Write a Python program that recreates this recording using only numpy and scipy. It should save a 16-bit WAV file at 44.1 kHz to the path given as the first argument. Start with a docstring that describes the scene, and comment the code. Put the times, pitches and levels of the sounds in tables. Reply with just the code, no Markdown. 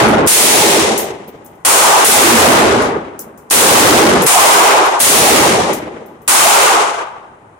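"""A short-barrelled rifle fires in a concrete indoor range, alternating with a gun in another lane.
Each blast fills the hall with decaying noise and overloads the microphone for over half a second;
the treble dies first, leaving a roar. The rifle's hammer snaps just before each shot, and its spent
brass lands, rings and bounces on the floor. The ventilation rumbles underneath."""
import sys
import numpy as np
from scipy import signal
from scipy.io import wavfile
from scipy.ndimage import uniform_filter1d

SR = 44100
rng = np.random.default_rng(int(sys.argv[2]) if len(sys.argv) > 2 else 0)


def master_out(mix):
    """Clip the mix to full scale and print it as 16-bit PCM to the path in sys.argv[1]."""
    frames = np.transpose(np.atleast_2d(mix))
    ceiling = np.clip(frames, -1, 1)
    pcm = np.round(ceiling * 32767).astype(np.int16)
    wavfile.write(sys.argv[1], SR, pcm)


N = 334719
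TIME_S = np.arange(N) / SR

# Shots of each gun. Each row: start in seconds, level in dB, then boom, bass, middle and treble in dB.
RIFLE_SHOTS = [(-0.55, 12, 4, 0.5, 2, -13), (0.273, 0.5, -3, -6, -9, 3), (2.046, 9.5, 3.5, -4, 1, -2),
               (3.5082, 9.5, 1, -1.5, 0, -1), (5.0017, 0, 3, -5, -4, 0)]
NEIGHBOUR_SHOTS = [(1.6495, -7.5, 9.5, 1, 1, 0), (4.2635, 3.5, -1, -3.5, -0.5, -4),
                   (6.278, -2, 5.5, -9, 0, -1)]
# Source spectra in the hall. Each row: frequency in Hz, third-octave level in dB.
RIFLE_SPECTRUM = [(35, -5), (65, 10.5), (130, 11.5), (250, 16), (520, 23), (750, 21), (1150, 23),
                  (1600, 20), (2500, 23), (4000, 26.5), (6500, 29), (9500, 33.5), (12000, 29),
                  (15000, 20.5)]
NEIGHBOUR_SPECTRUM = [(35, -19.5), (100, -23.5), (220, -12.5), (380, 12.5), (750, 22), (1200, 26),
                      (1750, 16), (2300, 22), (4300, 23.5), (6500, 28.5), (9500, 32), (12000, 20.5),
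                      (15000, 7)]
VENT_SPECTRUM = [(35, -59), (70, -53.5), (130, -51), (220, -58.5), (400, -56), (1000, -53), (2500, -66),
                 (5000, -69.5), (9000, -62), (15000, -80)]
# Hall decay. Each row: frequency in Hz, T60 in seconds.
HALL_T60 = [(60, 0.93), (170, 0.97), (350, 0.95), (700, 0.88), (1400, 0.84), (2700, 0.76), (5400, 0.69),
            (9000, 0.59), (15000, 0.45)]
# Late echo from down the range. Each row: frequency in Hz, gain in dB.
FAR_ECHO = [(100, -22), (190, -19.5), (400, -24), (900, -29.5), (1800, -30), (4300, -35), (6400, -31),
            (9000, -35.5), (13000, -39.5)]
# Diffuse field. Each row: frequency in Hz, left-right correlation.
CORRELATION = [(50, 0.97), (130, 0.99), (290, 0.92), (640, 0.47), (1200, -0.17), (2500, -0.018),
               (8000, 0.106)]
# Booth standing waves and microphone port colour. Each row: frequency in Hz, width in Hz, gain in dB.
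BOOTH_PEAKS = [(229.6, 32, 4), (333, 14, 5), (402.5, 36, 4.5), (835, 70, 4), (1090, 110, 0.5),
               (2040, 220, 2.5), (4650, 1000, -1.5), (5380, 590, 0.5), (6770, 550, 1.5)]
# Colour after the overload. Each row: frequency in Hz, width in Hz, gain in dB.
MIC_PEAKS = [(1000, 1220, 2.5), (4940, 4900, -2.5), (9720, 2700, 2), (13400, 6600, -3)]
# Microphone port mismatch. Each row: frequency in Hz, width in Hz, left minus right in dB.
PORT_PEAKS = [(80, 200, -4), (680, 310, -3), (1540, 650, 3), (2700, 900, -2), (6440, 1500, 4)]
# A case's knock and two bending rings. Each row: frequency in Hz, width in Hz.
KNOCK_MODES = [(6900, 520), (9400, 3300)]
LOW_RING_MODES = [(11400, 110)]
HIGH_RING_MODES = [(15090, 80), (15430, 120)]
# Ejected cases. Each row: landing in seconds, then in dB clack, ring, high over low ring, leftward pan,
# rebound clack, rebound ring, loss per bounce.
CASE_LANDINGS = [(0.084, -19, -34.5, -3, 4.5, -42.5, -40.5, 11.5), (0.977, -15.5, -18.5, 3, 0, -53, -40, 0),
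                 (1.462, -45.5, -54, -2, 11, -58, -67, 4.5), (2.822, -28.5, -44, 4, 2, -28.5, -32.5, 11.5),
                 (4.22, -14.5, -14, -13, -1.5, -44, -17, 10.5), (5.7318, -25.5, -30, 2, 5, -48, -45, 2)]
# Hops of those cases. Each row: first hop in seconds, share of hop time kept per bounce.
CASE_HOPS = [(.33, .5), (.3, .56), (.089, .57), (.369, .5), (.42, .5), (.328, .48)]


def from_db(db):
    """Decibels to gain."""
    return 10 ** (np.asarray(db) / 20)


def unit_rms(x):
    """Scale to unit power."""
    return x / np.sqrt(np.mean(x ** 2) + 1e-20)


def at_hz(table, hz):
    """Read a table on a log-frequency axis."""
    freqs_hz, values = np.transpose(table)
    return np.interp(np.log(hz), np.log(freqs_hz), values)


def band(x, low_hz, high_hz, order=2):
    """Band-pass at unit power."""
    sos = signal.butter(order, [low_hz, min(high_hz, SR / 2 - 500)], "band", fs=SR, output="sos")
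    return unit_rms(signal.sosfilt(sos, x))


def peaks(x, table):
    """Resonant boosts and cuts in series."""
    for hz, width_hz, db in table:
        x = x + (from_db(db) - 1) * signal.lfilter(*signal.iirpeak(hz, hz / width_hz, fs=SR), x)
    return x


def bell(hz, centre_hz, width_hz):
    """Resonance curve of height 1."""
    return 1 / (1 + ((hz - centre_hz) / width_hz) ** 2)


def low_shelf(hz, corner_hz, power=2):
    """Weight falling from 1 to 0 around the corner."""
    return 1 / (1 + (hz / corner_hz) ** power)


def decay(age_s, t60_s):
    """Exponential decay with a 0.5 ms attack."""
    return np.clip(age_s * 2000, 0, 1) * from_db(-60 * np.maximum(age_s, 0) / t60_s)


def ventilation_power(hz):
    """Steady ventilation rumble in one band."""
    return from_db(at_hz(VENT_SPECTRUM, hz)) ** 2


def bounces(count=3, settling_db=10.0, first_knock_db=10, rebound_knock_db=0, brighter_db=5):
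    """A case lands hard, then rebounds brighter in ever shorter hops, fading faster as it settles."""
    for case, (hop_s, kept) in zip(CASE_LANDINGS, CASE_HOPS):
        start_s, clack_db, ring_db, high_db, pan_db, rebound_clack_db, rebound_ring_db, loss_db = case
        yield start_s, clack_db, first_knock_db, ring_db, high_db, pan_db
        for k in range(count):
            start_s += hop_s * kept ** k
            lost_db = k * loss_db + k * (k - 1) * settling_db
            yield (start_s, rebound_clack_db - lost_db, rebound_knock_db,
                   rebound_ring_db - lost_db, high_db + brighter_db, pan_db)


def brass(knock_t60_s=0.013, room_t60_s=0.25, ring_t60_s=0.21, spin_db=-14, spin_t60_s=0.36):
    """Each contact knocks with a short echo; the case rings, and rings on faintly as it spins."""
    white = rng.standard_normal((2, N))
    room = band(white, 5300, 12500, order=4)
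    knock, low, high = (
        unit_rms(sum(band(white, hz - width_hz / 2, hz + width_hz / 2) for hz, width_hz in modes))
        for modes in (KNOCK_MODES, LOW_RING_MODES, HIGH_RING_MODES))
    out = np.zeros((2, N))
    for start_s, clack_db, knock_db, ring_db, high_db, pan_db in bounces():
        span = slice(int(start_s * SR), int(start_s * SR) + SR // 2)
        age_s = TIME_S[span] - start_s
        impact = from_db(knock_db) * knock[:, span] * decay(age_s, knock_t60_s)
        clack = from_db(clack_db) * (impact + room[:, span] * decay(age_s, room_t60_s))
        bending = low[:, span] + from_db(high_db) * high[:, span]
        ring = from_db(ring_db) * bending * decay(age_s, ring_t60_s)
        spin = from_db(ring_db + spin_db) * low[:, span] * decay(age_s, spin_t60_s)
        out[:, span] += (clack + ring + spin) * from_db([[pan_db / 2], [-pan_db / 2]])
    return out


def hammer(level_db=-17, lead_s=0.0082, t60_s=0.08):
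    """The hammer snaps on the firing pin just before each rifle shot."""
    snap = band(rng.standard_normal((2, N)), 5500, 12000)
    return from_db(level_db) * snap * sum(decay(TIME_S - shot[0] + lead_s, t60_s) for shot in RIFLE_SHOTS)


def clumps(time_s):
    """Reflections arrive in clumps of about 25 ms; unit RMS."""
    return unit_rms(uniform_filter1d(rng.standard_normal(len(time_s)), size=55))


def surges_db(time_s, lift_db=3.5, width_s=0.005, count=30):
    """Wall reflections coincide now and then, briefly lifting the roar."""
    offsets, sizes = rng.random((count, 2)).T
    centres_s = (np.arange(count) + offsets) * time_s[-1] / count
    return sum(lift_db * (0.5 + size) * np.exp(-((time_s - centre_s) / width_s) ** 2)
               for centre_s, size in zip(centres_s, sizes))


def blast_power(shots, spectrum, hz, time_s, far_db, far_stretch=1.794,
                build_s=0.087, early_share=0.19, crack_db=6.5, crack_t60_s=0.3):
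    """One gun in one band: bright muzzle crack, hall decay and a faint, longer echo from down range."""
    boom, bass = low_shelf(hz, 130, power=4), low_shelf(hz, 400)
    middle, treble = bell(hz, 1360, 295), 1 - low_shelf(hz, 3500)
    delayed_share = (1 - early_share) * low_shelf(hz, 900)   # lows build up slowly
    t60_s = at_hz(HALL_T60, hz)
    power = 0
    for start_s, level_db, boom_db, bass_db, middle_db, treble_db in shots:
        age_s = time_s - start_s
        tone_db = boom * boom_db + bass * bass_db + middle * middle_db + treble * treble_db
        build_up = 1 - delayed_share * np.exp(-np.maximum(age_s, 0) / build_s)
        gain = from_db(at_hz(spectrum, hz) + tone_db) * build_up
        crack = from_db(level_db + crack_db) * bell(hz, 9980, 1400) * decay(age_s, crack_t60_s)
        roar = from_db(level_db) * decay(age_s, t60_s)
        echo = from_db(far_db + at_hz(FAR_ECHO, hz)) * decay(age_s, t60_s * far_stretch)
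        power += gain ** 2 * (crack ** 2 + roar ** 2 + echo ** 2)
    return power


def gunfire_in_hall(flutter_db=1.56, roll_db=3.0, roll_hz=1300):
    """Diffuse field of both guns over the ventilation, in third octaves; the lows roll most."""
    time_s = TIME_S[::20]
    edges_hz = 31 * 2 ** (np.arange(29) / 3)
    white = rng.standard_normal((2, 2, N))
    all_bands_db = flutter_db * clumps(time_s)
    surge_db = surges_db(time_s)
    out = 0
    for k, (low_hz, high_hz) in enumerate(zip(edges_hz, edges_hz[1:])):
        hz = np.sqrt(low_hz * high_hz)
        mid, side = band(white[k % 2], low_hz, high_hz)   # adjacent bands are independent
        correlation = at_hz(CORRELATION, hz)
        field = np.sqrt((1 + correlation) / 2) * mid + np.sqrt((1 - correlation) / 2) * side * [[1], [-1]]
        neighbour = blast_power(NEIGHBOUR_SHOTS, NEIGHBOUR_SPECTRUM, hz, time_s, far_db=-12)
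        rifle = blast_power(RIFLE_SHOTS, RIFLE_SPECTRUM, hz, time_s, far_db=-1)
        lows_db = (surge_db + roll_db * clumps(time_s)) * low_shelf(hz, roll_hz)
        power = ventilation_power(hz) + (neighbour + rifle) * from_db(all_bands_db + lows_db) ** 2
        out += field * np.interp(TIME_S, time_s, np.sqrt(power))
    return out


def scene(left_db=3.0):
    """Sound at the firing booth; the hall is louder on the left."""
    hall = peaks(gunfire_in_hall(), BOOTH_PEAKS) * from_db([[left_db / 2], [-left_db / 2]])
    return hall + hammer() + brass()


def mic_ports(x):
    """The two ports colour the sound in opposite directions."""
    return np.array([peaks(channel, [(hz, width_hz, sign * db / 2) for hz, width_hz, db in PORT_PEAKS])
                     for channel, sign in zip(x, (1, -1))])


def treble_gate(x, split_hz, threshold_db, knee_db, depth_db):
    """Noise suppression: treble below the threshold is turned down."""
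    treble = signal.sosfiltfilt(signal.butter(4, split_hz, "high", fs=SR, output="sos"), x)
    power = uniform_filter1d(np.mean(treble ** 2, axis=0), size=900)
    level_db = 10 * np.log10(np.abs(power) + 1e-12)
    closed = 0.5 - 0.5 * np.tanh((level_db - threshold_db) / (2 * knee_db + 1e-12))
    return x + treble * (from_db(depth_db * closed) - 1)


def record(dry, ceiling=0.44, bass_cut_hz=190, top_cut_hz=15900):
    """The microphone saturates; its bass cut tilts the flat tops. Colour, gates and low-pass follow."""
    clipped = dry / (1 + (dry / ceiling) ** 4) ** (1 / 4)
    tilted = signal.lfilter(*signal.butter(1, bass_cut_hz, "high", fs=SR), clipped)
    coloured = mic_ports(peaks(tilted, MIC_PEAKS))
    gated = treble_gate(coloured, split_hz=3600, threshold_db=-36, knee_db=1.5, depth_db=-7)
    gated = treble_gate(gated, split_hz=13000, threshold_db=-36.5, knee_db=0, depth_db=-5)
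    return signal.sosfilt(signal.ellip(10, 0.2, 70, top_cut_hz, fs=SR, output="sos"), gated)


dry = scene()
out = record(dry)
master_out(out)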